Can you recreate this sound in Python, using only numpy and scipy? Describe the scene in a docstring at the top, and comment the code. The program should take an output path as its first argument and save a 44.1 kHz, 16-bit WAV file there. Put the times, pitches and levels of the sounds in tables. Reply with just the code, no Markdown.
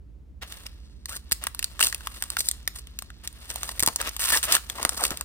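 """A foil pack of trading cards is picked off a table, nicked, torn and peeled open by a two-port microphone.
Creases buckle with a crack and excite the wrapper's panels, which radiate as thin plates.
Fingers hiss and squeak by friction; the foil rips, and its seam peels, in runs of tiny slips.
Behind it a fan hums low, and the small room adds a short reverberation to the wrapper's sound."""
import sys
import numpy as np
from scipy import signal
from scipy.fft import rfft, irfft
from scipy.io import wavfile
from scipy.ndimage import uniform_filter1d

SR = 44100
rng = np.random.default_rng(int(sys.argv[2]) if len(sys.argv) > 2 else 0)


def store_wav(level_fs):
    """Save 16-bit WAV to argv[1]."""
    pcm = np.round(np.clip(np.atleast_2d(level_fs), -1, 1) * 32767)
    wavfile.write(sys.argv[1], SR, pcm.T.astype(np.int16))


N = 231480
TIME = np.arange(N) / SR

# Levels in the tables are relative; the functions apply further gains.
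# fan tones: (multiple of the rotation rate [1], level [dB])
FAN_ORDERS = [(4, -48), (5, -50)]
# rumble of moving air: (frequency [Hz], level [dB])
AIR_SPECTRUM = [(28, -7.5), (50, 15.5), (130, 1.5), (280, -4.5), (800, -27), (15000, -48)]
# excess of the left channel over the right: (frequency [Hz], level [dB])
PORT_BALANCE = [(70, -2.5), (330, 0.5), (850, 7.5), (1500, 1.5), (2400, 0)]
# spectrum of a crack in the foil: (frequency [Hz], level [dB])
CRACK_SPECTRUM = [(500, -13.5), (1650, -20), (4200, 5), (6000, 0.5), (8700, 7), (11500, -3.5), (13400, 0.5),
                  (16500, -10)]
# response of the taut panels over the cards: (frequency [Hz], level [dB])
TAUT_RESPONSE = [(150, -18.5), (740, -9), (1150, 2), (1550, 0), (1770, 1.5), (2100, -2.5), (2750, 2.5),
                 (9000, -16.5)]
# response of slack foil, lower and duller: (frequency [Hz], level [dB])
SLACK_RESPONSE = [(35, -28), (260, -2.5), (760, -3), (1300, 0), (1550, -6), (9000, -21.5)]
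# the wrapper slackens as it opens and is taut while the seam peels: (time [s], slack share [dB])
SLACK_SHARE = [(3.4, -9), (4.0, -2), (4.25, -29), (4.55, -16), (4.75, -1.5)]
# rustle under the holding hand: (time [s], level [dB])
GRIP_RUSTLE = [(0.41, -87.5), (0.56, -44.5), (0.75, -57), (1.01, -65.5), (1.38, -53.5), (2.1, -44.5),
               (2.45, -44.5), (2.62, -54.5), (3.12, -57), (3.55, -43.5), (4.65, -46), (4.94, -40.5),
               (5.23, -49.5)]
# a finger or the pack slides over the foil: (start [s], duration [s], hiss [dB], panel drive [dB])
SLIDING_STROKES = [(0.41, 0.022, -47.5, -38.5), (0.453, 0.22, -47, -52.5), (1.08, 0.083, -37.5, -45),
                   (1.41, 0.033, -47, -38.5), (2.372, 0.04, -31, -54), (2.438, 0.029, -31.5, -63),
                   (2.738, 0.051, -41, -50), (3.229, 0.019, -40.5, -42.5), (3.479, 0.064, -41.5, -45),
                   (3.623, 0.096, -40.5, -47.5), (3.977, 0.11, -42.5, -35.5), (4.452, 0.11, -37.5, -34),
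                   (4.736, 0.098, -43, -42), (4.956, 0.11, -32, -41.5), (5.084, 0.036, -36, -35.5)]
# skin squeaks: (start [s], duration [s], first slip rate [Hz], last slip rate [Hz], level [dB])
SKIN_SQUEAKS = [(1.104, 0.049, 1150, 1750, -52), (4.325, 0.027, 1680, 1800, -32),
                (4.351, 0.021, 1420, 420, -34.5), (4.47, 0.049, 550, 760, -39.5),
                (4.782, 0.024, 1200, 700, -45.5), (4.988, 0.057, 1440, 454, -42.5)]
# the opened sheet flips over: (time [s], level [dB])
SHEET_FLIPS = [(3.827, -27.5), (3.878, -27.5), (4.853, -29), (5.115, -30.5)]
# the corner rips in two jerks: (start [s], duration [s], mid-pull level [dB], swell [dB])
CORNER_RIPS = [(1.802, 0.014, -22, 2), (1.828, 0.072, -26, -20.5)]
# pulls that peel the seam: (start [s], duration [s], mid-pull level [dB], swell [dB])
SEAM_PEELS = [(4.193, 0.065, -25, 4.5), (4.27, 0.035, -23.5, 8.5), (4.32, 0.059, -20.5, -4.5),
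              (4.429, 0.021, -22.5, -4), (4.52, 0.034, -19, -2.5)]
# creases snap through; the first row is the short clack as the hand first scrapes the pack: (time [s], crack
# level [dB], panel level [dB], panel pitch [Hz])
CREASE_SNAPS = [(0.4228, -52, -39.5, 2130), (0.5227, -27.5, -38, 3700), (0.6649, -50, -34.5, 5100),
                (1.057, -19.5, -41.5, 1870), (1.167, -21, -43, 1530), (1.3127, -19, -31, 1700),
                (1.3202, -4.5, -25.5, 1900), (1.3261, -7, -36, 4440), (1.4383, -16, -37.5, 1380),
                (1.4685, -13, -25.5, 1684), (1.5473, -21, -43.5, 1060), (1.5923, -14, -32, 2620),
                (1.6269, -17.5, -33, 2750), (1.6429, -9.5, -28.5, 4680), (1.793, -20.5, -27, 1166),
                (1.8076, -16, -22, 1410), (1.8118, -12, -25, 2780), (1.8267, -7, -17.5, 2940),
                (1.8695, -9, -28, 2740), (1.926, -19, -31, 1780), (1.9457, -14.5, -33.5, 2660),
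                (2.007, -39, -43.5, 1560), (2.071, -21.5, -27.5, 1160), (2.2236, -12, -32, 1600),
                (2.238, -19.5, -39, 1210), (2.302, -13, -40, 1220), (2.368, -17.5, -23.5, 1540),
                (2.4056, -9, -31, 4400), (2.4869, -4.5, -63, 3600), (2.5129, -11.5, -40.5, 2030),
                (2.6761, -10.5, -26.5, 1900), (2.871, -37.5, -47, 3140), (2.9889, -17, -37.5, 2720),
                (3.022, -24, -40, 1200), (3.1025, -38, -47, 1540), (3.275, -16, -39, 3280),
                (3.502, -17.5, -34, 2460), (3.5584, -16.5, -37.5, 705), (3.6317, -15.5, -31, 1216),
                (3.691, -20, -34, 1100), (3.795, -9, -33.5, 2060), (3.803, -8.5, -32, 2460),
                (3.8258, -8, -30, 1720), (3.833, -6.5, -28.5, 1150), (3.8622, -6, -40, 1260),
                (3.8748, -4, -25.5, 960), (3.885, -14, -28, 990), (3.9599, -9, -38, 1010),
                (4.001, -27, -33, 1730), (4.014, -12, -34, 1320), (4.092, -18, -51, 2620),
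                (4.1651, -17.5, -41, 1150), (4.372, -19, -21.5, 5340), (4.429, -16.5, -30, 1550),
                (4.5239, -1, -41, 1180), (4.551, -2.5, -22, 1090), (4.566, -26, -24.5, 1510),
                (4.6985, -16.5, -31.5, 3420), (4.8288, -13, -30, 1090), (4.85, -6, -20, 1280),
                (4.8924, -7.5, -33, 1240), (5.0381, -6, -26, 1220), (5.0513, -9.5, -22, 2750),
                (5.106, -16, -36.5, 1360), (5.172, -20, -38, 3340), (5.21, -15, -33.5, 1210)]

CREASE_OFFSET_S, PANEL_OFFSET_S = .000008, .000055   # spread of the delay between the ports
SNAP_RISE_S, CRACK_DECAY_S, PANEL_DECAY_S, RING_DECAY_S = .0007, .0004, .0019, .0016


def from_db(db):
    """Amplitude ratio of a level in decibels."""
    return 10 ** (np.asarray(db) / 20)


def unit_rms(x):
    """Normalisation to unit mean power."""
    return x / np.sqrt(np.mean(x ** 2) + 1e-20)


def fixed_energy(x):
    """Normalisation of a burst to the energy of 4 ms at rms 1."""
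    return x * np.sqrt(.004 * SR / np.sum(x ** 2))


def level_in_time(curve):
    """Linear interpolation of a level at every sample."""
    return np.interp(TIME, *np.transpose(curve))


def level_at_hz(spectrum, hz):
    """Interpolation of a spectrum on a log-frequency axis."""
    known_hz, db = np.transpose(spectrum)
    return np.interp(np.log(hz + 1), np.log(known_hz), db)


def convolve(x, response):
    """Convolution with an impulse response, per channel."""
    return signal.fftconvolve(np.atleast_2d(x), np.atleast_2d(response), axes=1)[:, :N]


def rolloff(x, order, hz, kind):
    """Maximally flat low-pass or high-pass filtering."""
    return signal.sosfilt(signal.butter(order, hz, kind, fs=SR, output="sos"), x)


def colour(x, spectrum, size=4096):
    """Minimum-phase filtering that conserves the power of white input."""
    gain = unit_rms(from_db(level_at_hz(spectrum, np.fft.rfftfreq(size, 1 / SR))))
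    cepstrum = irfft(np.log(gain))
    cepstrum[1:size // 2] *= 2
    cepstrum[size // 2 + 1:] = 0
    return convolve(x, irfft(np.exp(rfft(cepstrum))))


def drift(per_s):
    """Random modulation, interpolated between knots of unit variance."""
    knots = rng.standard_normal(N // 20)
    return np.interp(TIME * per_s, np.arange(len(knots)), knots)


def grains(per_s, spread_db):
    """Shot noise: random impulses of very uneven size, at rms 1."""
    sizes = from_db(spread_db * np.minimum(rng.exponential(1, N), 4)) * rng.choice([-1, 1], N)
    return unit_rms(sizes * (rng.random(N) < per_s / SR))


def envelope(start_s, length_s, attack_s, release_s):
    """A hand movement rises linearly, holds and decays exponentially."""
    t = TIME - start_s
    return np.clip(t / attack_s, 0, 1) * np.exp(-np.clip((t - length_s) / release_s, 0, 20))


def ports(x, offset_s=0, lead_s=.000125, lag_s=.000215):
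    """Group delay: the left port leads in the mids and lags in the treble; off centre, delay is added."""
    hz = np.fft.rfftfreq(len(x), 1 / SR)
    cycles = np.minimum(lead_s * hz, 2 - lag_s * hz) - offset_s * hz
    return np.array([irfft(rfft(x) * np.exp(2j * np.pi * cycles), len(x)), x])


def two_patches(near, far):
    """Superposition: two patches of the wrapper radiate from either side of its centre."""
    return (ports(near, PANEL_OFFSET_S) + ports(far, -PANEL_OFFSET_S)) / np.sqrt(2)


def fan(turns_per_s, hum_db, air_db):
    """Beating: two low harmonics of the rotation rate interfere over a soft rumble of air."""
    hum = np.zeros(N)
    for order, db in FAN_ORDERS:
        cycles = order * turns_per_s * TIME + rng.random()
        hum += from_db(db + hum_db) * np.sqrt(2) * np.sin(2 * np.pi * cycles)
    air = rng.standard_normal(N) + .94 * rng.standard_normal((2, N))   # partly common to both ports
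    return hum + from_db(air_db) * colour(air, AIR_SPECTRUM)


def room(x, early_db, tail_db, t60_s):
    """Reverberation: early scatter from hands and table, then the diffuse tail of a small hard room."""
    t = TIME[:SR // 2]
    early, tail = rng.standard_normal((2, 2, len(t)))
    early = from_db(early_db) * unit_rms(early * (t > .0005) * np.exp(-t / .003))
    tail = from_db(tail_db) * unit_rms(tail * (t > .005) * from_db(-60 * t / t60_s))
    return convolve(x, (early + tail) / np.sqrt(len(t)))


def contact_levels(grip_hiss_db, grip_panel_db):
    """Friction levels in dB of hiss and panel drive: the stronger of grip and stroke prevails."""
    grip_db = level_in_time(GRIP_RUSTLE)
    hiss, panel = from_db(grip_db + grip_hiss_db), from_db(grip_db + grip_panel_db)
    for start_s, length_s, hiss_db, panel_db in SLIDING_STROKES:
        stroke = envelope(start_s, length_s, attack_s=.019, release_s=.016)
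        hiss = np.maximum(hiss, from_db(hiss_db) * stroke)
        panel = np.maximum(panel, from_db(panel_db) * stroke)
    return 20 * np.log10([hiss, panel])


def rubbing(catch_depth_db, crinkle_db, dull_hz):
    """Sliding friction: skin and card catch on the foil in dense grains that hiss and drive the panels."""
    hiss_db, panel_db = contact_levels(grip_hiss_db=-2, grip_panel_db=-7.5)
    touching = TIME > SLIDING_STROKES[0][0]
    firmness = np.clip((hiss_db + 62) / 20, 0, 1)
    catch_db = catch_depth_db * firmness * np.tanh(drift(110))
    hiss = grains(per_s=8500, spread_db=7.5) * from_db(hiss_db + catch_db)
    tick_impulses = grains(per_s=70, spread_db=4.5)
    ticks = convolve(tick_impulses, np.exp(-TIME / CRACK_DECAY_S) * rng.standard_normal(N))[0]
    # a light touch is smooth and dull; a firm one is bright and makes creases tick
    bright = hiss + from_db(crinkle_db) * unit_rms(ticks)
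    dull = 2 * rolloff(hiss, 2, dull_hz, "low")
    direct = touching * (firmness * bright + (1 - firmness) * dull)
    drive = [touching * from_db(panel_db + catch_db) * grains(per_s=3500, spread_db=5) for _ in range(2)]
    return colour(ports(direct), CRACK_SPECTRUM), two_patches(*drive)


def squeaks(waver):
    """Stick-slip oscillation: skin drives the foil with a gliding, unsteady sawtooth force."""
    drive = np.zeros(N)
    for start_s, length_s, first_hz, last_hz, db in SKIN_SQUEAKS:
        progress = np.linspace(0, 1, int(length_s * SR))
        jitter, grip = drift(700)[:len(progress)], drift(700)[:len(progress)]
        hz = first_hz * (last_hz / first_hz) ** progress * (1 + waver * jitter)
        phase = 2 * np.pi * np.cumsum(hz) / SR
        force = sum(np.sin(k * phase) / k for k in range(1, 7)) * (1 + grip)
        add(drive, start_s, from_db(db) * unit_rms(force * np.sqrt(progress * (1 - progress))))
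    return ports(drive)


def add(track, start_s, sound):
    """Superposition of a sound on a track from a given time."""
    part = track[..., int(start_s * SR):][..., :sound.shape[-1]]
    part += sound[..., :part.shape[-1]]


def sheet_flips(thump_hz, thump_s, flutter_s):
    """Damped oscillation: the loose sheet flips over with one low swing and a short flutter."""
    out, t = np.zeros(N), TIME[:SR // 20]
    for start_s, db in SHEET_FLIPS:
        swing = np.sin(2 * np.pi * thump_hz * t) * np.exp(-t / thump_s)
        burst = rng.standard_normal(len(t)) * np.exp(-t / flutter_s)
        flutter = colour(burst, SLACK_RESPONSE)[0, :len(t)]
        add(out, start_s, from_db(db) * (fixed_energy(swing) + fixed_energy(flutter)))
    return ports(out)


def panel_radiation(drive):
    """Forced vibration: the driving power divides between taut and slack foil."""
    slack = np.minimum(from_db(level_in_time(SLACK_SHARE)), 1)
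    return colour(drive * np.sqrt(1 - slack ** 2), TAUT_RESPONSE) + colour(drive * slack, SLACK_RESPONSE)


def tearing(pulls, slips_per_s, gap_spread, slip_s, panel_db, highpass_hz):
    """Intermittent fracture: pulled foil yields in uneven slips, each a burst of tiny breaks."""
    pull = np.zeros(N)
    for start_s, length_s, db, swell_db in pulls:
        progress = np.clip((TIME - start_s) / length_s, 0, 1)
        gate = envelope(start_s, length_s, attack_s=.00083, release_s=.011)
        pull += from_db(db + swell_db * (progress - .5)) * gate
    gap, size = rng.standard_normal((2, N // 20))
    onsets = (np.cumsum(np.exp(gap_spread * gap)) / slips_per_s * SR).astype(int)
    slips = np.zeros(N)
    slips[onsets[onsets < N]] = from_db(1.3 * size[onsets < N])
    bursts = signal.lfilter([1], [1, -np.exp(-1 / (slip_s * SR))], slips)
    bursts /= np.sqrt(uniform_filter1d(bursts ** 2, size=800) + 1e-9)   # the pull alone sets the level
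    force = pull * (.95 * bursts + .1)
    crackle, *drive = force * rng.standard_normal((3, N))
    crackle = rolloff(crackle, 1, highpass_hz, "high")   # finer fractures sound thinner
    return colour(ports(crackle), CRACK_SPECTRUM), from_db(panel_db) * two_patches(*drive)


def crease_snaps(shiver_s, shiver_db, crack_gain_db):
    """Snap-through buckling: each crease gives a sharp crack and briefly rings the panel it frees."""
    direct, drive = np.zeros((2, 2, N))
    t = TIME[:SR // 20]
    rise = 1 - np.exp(-(t / SNAP_RISE_S) ** 2)
    for start_s, crack_db, panel_db, panel_hz in CREASE_SNAPS:
        noise = rng.standard_normal((4, len(t)))
        crack_offset_s, ring_offset_s = rng.standard_normal(2) * [CREASE_OFFSET_S, PANEL_OFFSET_S]
        shiver = from_db(shiver_db) * noise[1] * np.exp(-t / shiver_s)
        burst = rise * (noise[0] * np.exp(-t / CRACK_DECAY_S) + shiver)
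        crack = fixed_energy(colour(burst, CRACK_SPECTRUM)[0])
        add(direct, start_s, from_db(crack_db + crack_gain_db) * ports(crack, crack_offset_s))
        # a panel radiates little below its own pitch
        shake = rolloff(rise * noise[2:] * np.exp(-t / PANEL_DECAY_S), 3, panel_hz / 2, "high")
        add(drive, start_s, from_db(panel_db) * two_patches(*map(fixed_energy, shake)))
        # the ring drops in pitch as the panel relaxes
        cycles = np.cumsum(panel_hz * (.886 + .18 * np.exp(-t / (2 * RING_DECAY_S)))) / SR
        ring = np.gradient(rise * np.sin(2 * np.pi * cycles) * np.exp(-t / RING_DECAY_S))
        add(direct, start_s, from_db(panel_db) * ports(fixed_energy(ring), ring_offset_s))
    return direct, drive


def scene():
    """Superposition of the foil's direct sound, its driven panels, the room and the fan."""
    snaps, snap_drive = crease_snaps(shiver_s=.0034, shiver_db=-29, crack_gain_db=-9.5)
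    hiss, rub_drive = rubbing(catch_depth_db=7, crinkle_db=-53, dull_hz=4550)
    rip, rip_drive = tearing(CORNER_RIPS, slips_per_s=480, gap_spread=.63, slip_s=.00039,
                             panel_db=-13.5, highpass_hz=900)
    peel, peel_drive = tearing(SEAM_PEELS, slips_per_s=330, gap_spread=.17, slip_s=.0006,
                               panel_db=-7.5, highpass_hz=6000)
    panels = panel_radiation(snap_drive + rub_drive + rip_drive + peel_drive + squeaks(waver=.045))
    flips = sheet_flips(thump_hz=269, thump_s=.0012, flutter_s=.015)
    wrapper = snaps + hiss + rip + peel + panels + flips
    reverberation = room(wrapper, early_db=-14, tail_db=-19.5, t60_s=.28)
    return wrapper + reverberation + fan(turns_per_s=13.42, hum_db=-.5, air_db=-52.5)


def record(dry):
    """Transduction: the ports differ in low-mid response and the top is cut; the loudest peaks are softly held
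    below full scale."""
    ceiling, cutoff_hz = .8, 16500
    balance_db = level_at_hz(PORT_BALANCE, np.fft.rfftfreq(2 * N, 1 / SR))
    heard = irfft(rfft(dry, 2 * N) * from_db([balance_db / 2, -balance_db / 2]))[:, :N]
    heard = heard / (1 + (heard / ceiling) ** 4) ** .25
    return signal.sosfilt(signal.ellip(10, .3, 80, cutoff_hz, fs=SR, output="sos"), heard)


dry = scene()
out = record(dry)
store_wav(out)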